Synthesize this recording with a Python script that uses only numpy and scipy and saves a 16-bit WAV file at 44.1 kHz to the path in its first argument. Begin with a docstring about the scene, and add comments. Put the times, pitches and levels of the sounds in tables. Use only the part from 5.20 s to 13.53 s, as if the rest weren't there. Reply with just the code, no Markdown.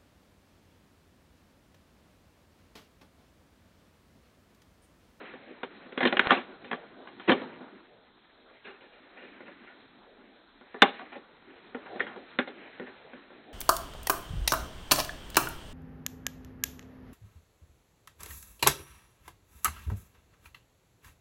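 """A plastic rubbish bag rustles, knocks and snaps as donkeys nose through it on a drive at night.
The bag rubs on the ground, creases pop in its film, and the boxes, tins and trays inside ring when
they knock or slide. Lifted and dropped, it lands with a boom about two seconds in. A wall echoes briefly.
The microphone is a door camera's: narrow in band, overloading on the loudest snaps,
with a faint night hum and its own hiss underneath."""
import sys
import numpy as np
from scipy import signal
from scipy.io import wavfile

SR = 44100
rng = np.random.default_rng(int(sys.argv[2]) if len(sys.argv) > 2 else 0)


def wrap_up_sound(samples):
    """Save the sound to the file named by the first command line argument, as 16-bit audio."""
    columns = np.atleast_2d(samples).T
    # keep every value between -1 and 1, then stretch to whole-number steps
    tamed = np.clip(columns, -1, 1)
    steps = np.round(tamed * 32767).astype(np.int16)
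    wavfile.write(sys.argv[1], SR, steps)


N = 367353

# Knocks and snaps in the bag; heavy load, light plastic and boxes are relative to level_db:
# start_s, level_db, heavy_db, light_db, box_db, t60_s
KNOCK_EVENTS = [(0.137, -39, -3, -12, -5.5, 0.14), (0.432, -27, -1.5, -6.5, -4, 0.096),
                (0.664, -49.5, 9, -11, -12, 0.062), (0.723, -36.5, -2, -7, -17.5, 0.11),
                (0.776, -16, -6.5, -10.5, -14, 0.098), (0.806, -17, -8.5, -10, -9.5, 0.16),
                (0.83, -18.5, -4.5, -11, -10.5, 0.21), (0.853, -11, -6, -11, -13.5, 0.11),
                (0.873, -19.5, -22, -1, -20, 0.07), (0.926, -17.5, -2.5, -8, -8, 0.068),
                (0.969, -12, -17, -7.5, -17, 0.044), (0.994, -4.5, -20, -9.5, -15, 0.063),
                (1.106, -8.5, -15.5, -8.5, -9, 0.18), (1.118, -15, -8.5, -10.5, -16, 0.06),
                (1.445, -36.5, -5, -9, -11, 0.33), (1.513, -23, -8, -9, -10, 0.16),
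                (1.53, -20.5, -8, -21.5, -6, 0.045), (1.873, -37.5, -15, -8, -6.5, 0.17),
                (1.997, -36, -33, -5.5, -13, 0.24), (2.094, -11.5, 2, -13.5, -8.5, 0.19),
                (2.117, -21.5, -15, 3.5, 4.5, 0.06), (2.217, -40, 6, -18, 1, 0.33),
                (2.406, -44, -1.5, -10, -4, 0.29), (3.299, -52, -6.5, -12, -11, 0.3),
                (4.206, -36.5, -9, -30, -19, 0.14), (4.28, -40.5, -8, -21, -6, 0.14),
                (4.497, -44.5, -16, -28, -12, 0.2), (5.411, -47, -5, -14, -10.5, 0.32),
                (5.544, -35, -4, -23, -4, 0.19), (5.62, 1.5, -13, -11.5, -19, 0.046),
                (5.624, -10, -6, -7, -3, 0.15), (5.794, -33, -27, -15, -9, 0.11),
                (5.954, -44.5, 8, -18, -4, 0.11), (6.223, -52, 0.5, -17, -9, 0.074),
                (6.547, -31.5, 1, -12, -8, 0.15), (6.759, -50, 12, -5.5, -4, 0.079),
                (6.796, -24, -9.5, -8, -18.5, 0.23), (6.804, -8, -20.5, -26, -26, 0.062),
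                (6.867, -30, -8, -16, -14.5, 0.23), (6.962, -41, 5.5, -8.5, -0.5, 0.1),
                (7.188, -10, -10.5, -14, -19.5, 0.12), (7.275, -33, -4.5, -13, -12, 0.2),
                (7.598, -33, 2, -20.5, -14, 0.22), (7.934, -37.5, -2, -16, -27, 0.17),
                (8.105, -49, 4, -17.5, -22, 0.25)]
# The load slides and slumps: start_s, level_db, heavy_db, light_db, box_db, t60_s
SLIDE_EVENTS = [(1.039, -23.5, -12, -9.5, -5.5, 0.36), (1.09, -11, -12, -15.5, -16, 0.15),
                (1.159, -33, 5, 3.5, 4, 0.11), (2.073, -13.5, -3.5, -5.5, -8, 0.1),
                (3.437, -37, -9.5, -4, -14.5, 0.32), (3.459, -36, -8.5, -11, -11.5, 0.26),
                (3.6, -45.5, -7, -8, -15, 0.55), (3.72, -48, -16, -7.5, -25, .4),
                (3.96, -37, -10, -9.5, -20, 0.65), (4.012, -46, -5, -15, -31, .57),
                (4.249, -41.5, -8.5, -7.5, -13, 0.38), (4.459, -35.5, -24, -14, -24, 0.17),
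                (5.68, -53, -4, 10, 3, .09), (5.802, -48, -6, -1, 8, 0.13),
                (5.914, -38, -6.5, -5.5, -4, 0.25), (6.648, -35, -9, -21, -4, 0.12),
                (7.657, -34.5, -6.5, -12.5, -9.5, 0.22)]
# The bag drags on the ground and its film crinkles: time_s, drag_db, crinkle_db
RUSTLE_LEVELS = [(0.0, -50, -50), (0.28, -59.5, -58.5), (0.72, -53.5, -58.5), (0.81, -52, -53),
                 (0.95, -41, -43), (1.04, -39, -38), (1.18, -46, -51), (1.23, -55.5, -56.5),
                 (1.97, -52, -59), (2.2, -53, -51), (2.32, -49, -54), (2.62, -58.5, -63),
                 (3.06, -66.5, -66), (4.2, -59, -57.5), (4.48, -63.5, -59), (4.78, -59.5, -64),
                 (5.43, -67, -63.5), (5.73, -56, -49), (6.08, -59, -63), (6.52, -59, -58), (6.75, -49, -52),
                 (7.03, -55.5, -57), (7.49, -56.5, -54.5), (8.33, -59.5, -63.5)]
# A lone crease flips: start_s, level_db
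CREASE_FLIPS = [(1.0714, -8)]

# Resonances of the six parts that ring: pitch_hz, width_hz, level_db
WHOLE_BAG_MODES = [(120, 58, -20.5), (169, 35, -10.5), (251.9, 39, 3.5)]
HEAVY_LOAD_MODES = [(358.2, 54, 2.5), (399, 57.5, 5), (488, 110, 0), (591.4, 36, -2)]
CARDBOARD_MODES = [(689, 170, -1.1), (804, 58, 5.7), (952, 100, 0), (1159, 100, 1), (1400, 170, -7.5)]
TIN_MODES = [(1422, 120, 11), (1621, 320, 9.8), (1760, 148, 14.5), (2112, 220, 5.4)]
PLASTIC_TRAY_MODES = [(2263, 130, 0.19), (2424, 390, 0), (2602, 120, 0.24), (2818, 64, -2.3)]
STRETCHED_FILM_MODES = [(3170, 340, -3), (3365, 217, -1), (3513, 310, 1.5), (3587, 400, -4)]
# How readily each part rings: bag_db, heavy_db, box_db, tin_db, tray_db, film_db
PART_GAINS_DB = [-11.5, -4, -3.5, -11, -9, -5]
# Added in a slide, which rubs the trays and hardly stretches the film: same columns
SLIDE_GAINS_DB = [0, -0.5, -2, -0.5, 3.5, -9]

# Spectra of the drag, the crinkle and the night hum with hiss: frequency_hz, relative_density_db
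DRAG_SPECTRUM = [(60, -34.5), (110, -15), (160, -12), (240, -0.5), (400, -3), (700, -6.5), (1100, -14.5),
                 (2000, -28)]
CRINKLE_SPECTRUM = [(400, -31.5), (800, -5), (1200, -2.5), (1600, 2.5), (2300, -2), (3000, -8), (4500, -13)]
NIGHT_SPECTRUM = [(25, 6), (44, -2.5), (112, -6), (232, -9.5), (357, 0), (610, -16.5), (772, 5.5),
                  (1070, -19), (1500, -15.5), (2800, -31.5), (3600, -4.5), (4500, -9.5)]

KNOCK_BUILD_S, SLIDE_BUILD_S = 0.0013, 0.015   # from first touch to full strength
BLOW_DB = 26   # a knock's opening contact over its burst
DROP_BOOM_DB, DROP_BLOW_DB = 5, -6.5   # the landing bag booms more and its knocks are blunt


def knocks_and_slides():
    """Bursts of small contacts shake the bag and its contents; one firm blow opens each knock."""
    shakes, blows = np.zeros((2, 6, N))
    t = np.arange(SR // 2) / SR
    knocks = [(start_s - KNOCK_BUILD_S, *rest, KNOCK_BUILD_S, 0) for start_s, *rest in KNOCK_EVENTS]
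    slides = [(*slide, SLIDE_BUILD_S, SLIDE_GAINS_DB) for slide in SLIDE_EVENTS]
    for start_s, *levels_db, t60_s, build_s, extra_db in knocks + slides:
        rise = np.minimum(t / build_s, 1) ** 1.1
        fall = from_db(-60 * np.maximum(t - build_s, 0) / min(t60_s, .6))
        gains = from_db(part_levels_db(start_s, *levels_db) + extra_db)
        at = round(start_s * SR)
        shakes[:, at:at + len(t)] += np.outer(gains, rise * fall)[:, :N - at]
    for start_s, *levels_db, _ in KNOCK_EVENTS:
        blow_db = BLOW_DB + DROP_BLOW_DB * landing(start_s)
        blows[:, round(start_s * SR)] = from_db(part_levels_db(start_s, *levels_db) + blow_db)
    parts = (WHOLE_BAG_MODES, HEAVY_LOAD_MODES, CARDBOARD_MODES,
             TIN_MODES, PLASTIC_TRAY_MODES, STRETCHED_FILM_MODES)
    ringing = sum(resonate(shake * grains(2.1) + blow, modes, wander_db=2.5)
                  for shake, blow, modes in zip(shakes, blows, parts))
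    bass_cut = signal.butter(4, 114, "high", fs=SR, output="sos")
    return signal.sosfilt(bass_cut, ringing)


def part_levels_db(start_s, level_db, heavy_db, light_db, box_db):
    """How hard each part is shaken; the bag's boom grows more steeply with weight than the load's thud."""
    boom_db = 1.17 * heavy_db + DROP_BOOM_DB * landing(start_s)
    return level_db + np.array([boom_db, heavy_db, box_db, 0, light_db, light_db]) + PART_GAINS_DB


def landing(time_s):
    """True while the dropped bag lands and settles on the drive."""
    return 2.05 < time_s < 2.45


def resonate(force, modes, wander_db):
    """Parallel resonances, each swelling and fading as the contacts move about."""
    ringing, power = 0, 0
    for k, (pitch_hz, width_hz, level_db) in enumerate(modes):
        radius = np.exp(-np.pi * width_hz / SR)
        scale = (1 - radius ** 2) / 2
        feedback = [1, -2 * radius * np.cos(2 * np.pi * pitch_hz / SR), radius ** 2]
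        gain = from_db(level_db + wander_db * drift(17.6))
        ringing += (-1) ** k * signal.lfilter([scale, 0, -scale], feedback, gain * force + 1e-18)
        power += from_db(2 * level_db) * scale
    return ringing / np.sqrt(power)


def rustle():
    """The bag rubs on the ground; creases in the film pop in clumps."""
    times_s, *levels_db = np.transpose(RUSTLE_LEVELS)
    drag_db, crinkle_db = [np.interp(np.arange(N) / SR, times_s, column) for column in levels_db]
    drag = flickering_bands([grains(2.0), grains(3.5)], DRAG_SPECTRUM, flicker_db=3.5)
    crinkle = flickering_bands([grains(3.4), grains(2.5)], CRINKLE_SPECTRUM, flicker_db=2.5)
    waver = from_db(0.75 * drift(20))
    return waver * (from_db(drag_db) * drag + from_db(crinkle_db) * crinkle)


def crease_flip():
    """A crease flips over: one short dull pulse with no ring."""
    clicks = np.zeros(N)
    makeup = SR / (2 * np.pi * 1100)   # roughly restores the height lost in the low-pass
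    for start_s, level_db in CREASE_FLIPS:
        clicks[round(start_s * SR)] = -from_db(level_db) * makeup
    return signal.lfilter(*signal.butter(2, 2600, fs=SR), clicks)


def wall_echo(sound, level_db=-22.5, delay_s=.012, t60_s=0.32, cutoff_hz=12000):
    """The nearby wall and the ground send a short scatter back to the microphone."""
    t = np.arange(SR // 2) / SR
    scatter = rng.standard_normal(len(t)) * from_db(-60 * t / t60_s) * (t > delay_s)
    scatter = signal.lfilter(*signal.butter(1, cutoff_hz, fs=SR), scatter)
    scatter /= np.sqrt(np.sum(scatter ** 2))
    return from_db(level_db) * signal.fftconvolve(sound, scatter)[:N]


def night_hum(level_db=-67):
    """Faint night hum and the camera's hiss, as one gently wavering noise."""
    noise = rng.standard_normal((2, N))
    return from_db(level_db) * flickering_bands(noise, NIGHT_SPECTRUM, flicker_db=1.5)


def flickering_bands(sources, spectrum, flicker_db):
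    """Two noises feed alternate third-octave bands of a spectrum; each octave flickers on its own."""
    edges_hz = 25 * 2 ** np.arange(0, 7.7, 1 / 3)
    frequency_hz, density_db = np.transpose(spectrum)
    mix, power = 0, 0
    for k, (low_hz, high_hz) in enumerate(zip(edges_hz, edges_hz[1:])):
        gain = from_db(np.interp(np.log(low_hz * high_hz) / 2, np.log(frequency_hz), density_db))
        power += gain ** 2 * (high_hz - low_hz) * 2 / SR
        if k % 3 == 0:
            flicker = from_db(flicker_db * drift(4.7))
        band = signal.butter(2, [low_hz, high_hz], "band", fs=SR, output="sos")
        mix += gain * flicker * signal.sosfilt(band, sources[k % 2])
    return mix / np.sqrt(power)


def grains(spread_db):
    """Dense clicks of very uneven size; rms 1."""
    return rms_one(rng.standard_normal(N) * from_db(spread_db * np.minimum(rng.exponential(1, N), 5)))


def drift(rate_hz):
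    """Slow random wander of spread 1, with about rate_hz changes a second."""
    step, warm_up = 40, 2000
    pole = np.exp(-2 * np.pi * rate_hz * step / SR)
    noise = rng.standard_normal(N // step + warm_up + 2)
    slow = signal.lfilter([1], [1, -2 * pole, pole ** 2], noise)[warm_up:]
    return np.interp(np.arange(N) / step, np.arange(len(slow)), rms_one(slow))


def from_db(db):
    """Gain of a level in dB."""
    return 10 ** (np.asarray(db) / 20)


def rms_one(x):
    """Scaled to rms 1."""
    return x / np.sqrt(np.mean(x ** 2) + 1e-20)


def scene():
    """The drive in mono: the bag in front, its echo and the night behind."""
    bag = rustle() + knocks_and_slides()
    night = night_hum()
    return (bag + crease_flip() + wall_echo(bag) + night)[None]


def record(dry, band_edge_hz=4386, overload=.71, floor_db=-99, cutoff_hz=16000):
    """Door camera microphone: loud peaks bend and the loudest clip, spilling crackle above its band."""
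    narrow = signal.sosfilt(signal.cheby2(20, 50, band_edge_hz, fs=SR, output="sos"), dry)
    bent = narrow - .15 * narrow ** 3
    clipped = np.clip(bent, -overload, overload)
    noise_floor = from_db(floor_db) * rng.standard_normal(dry.shape)
    return signal.sosfilt(signal.cheby2(12, 70, cutoff_hz, fs=SR, output="sos"), clipped + noise_floor)


dry = scene()
out = record(dry)
wrap_up_sound(out)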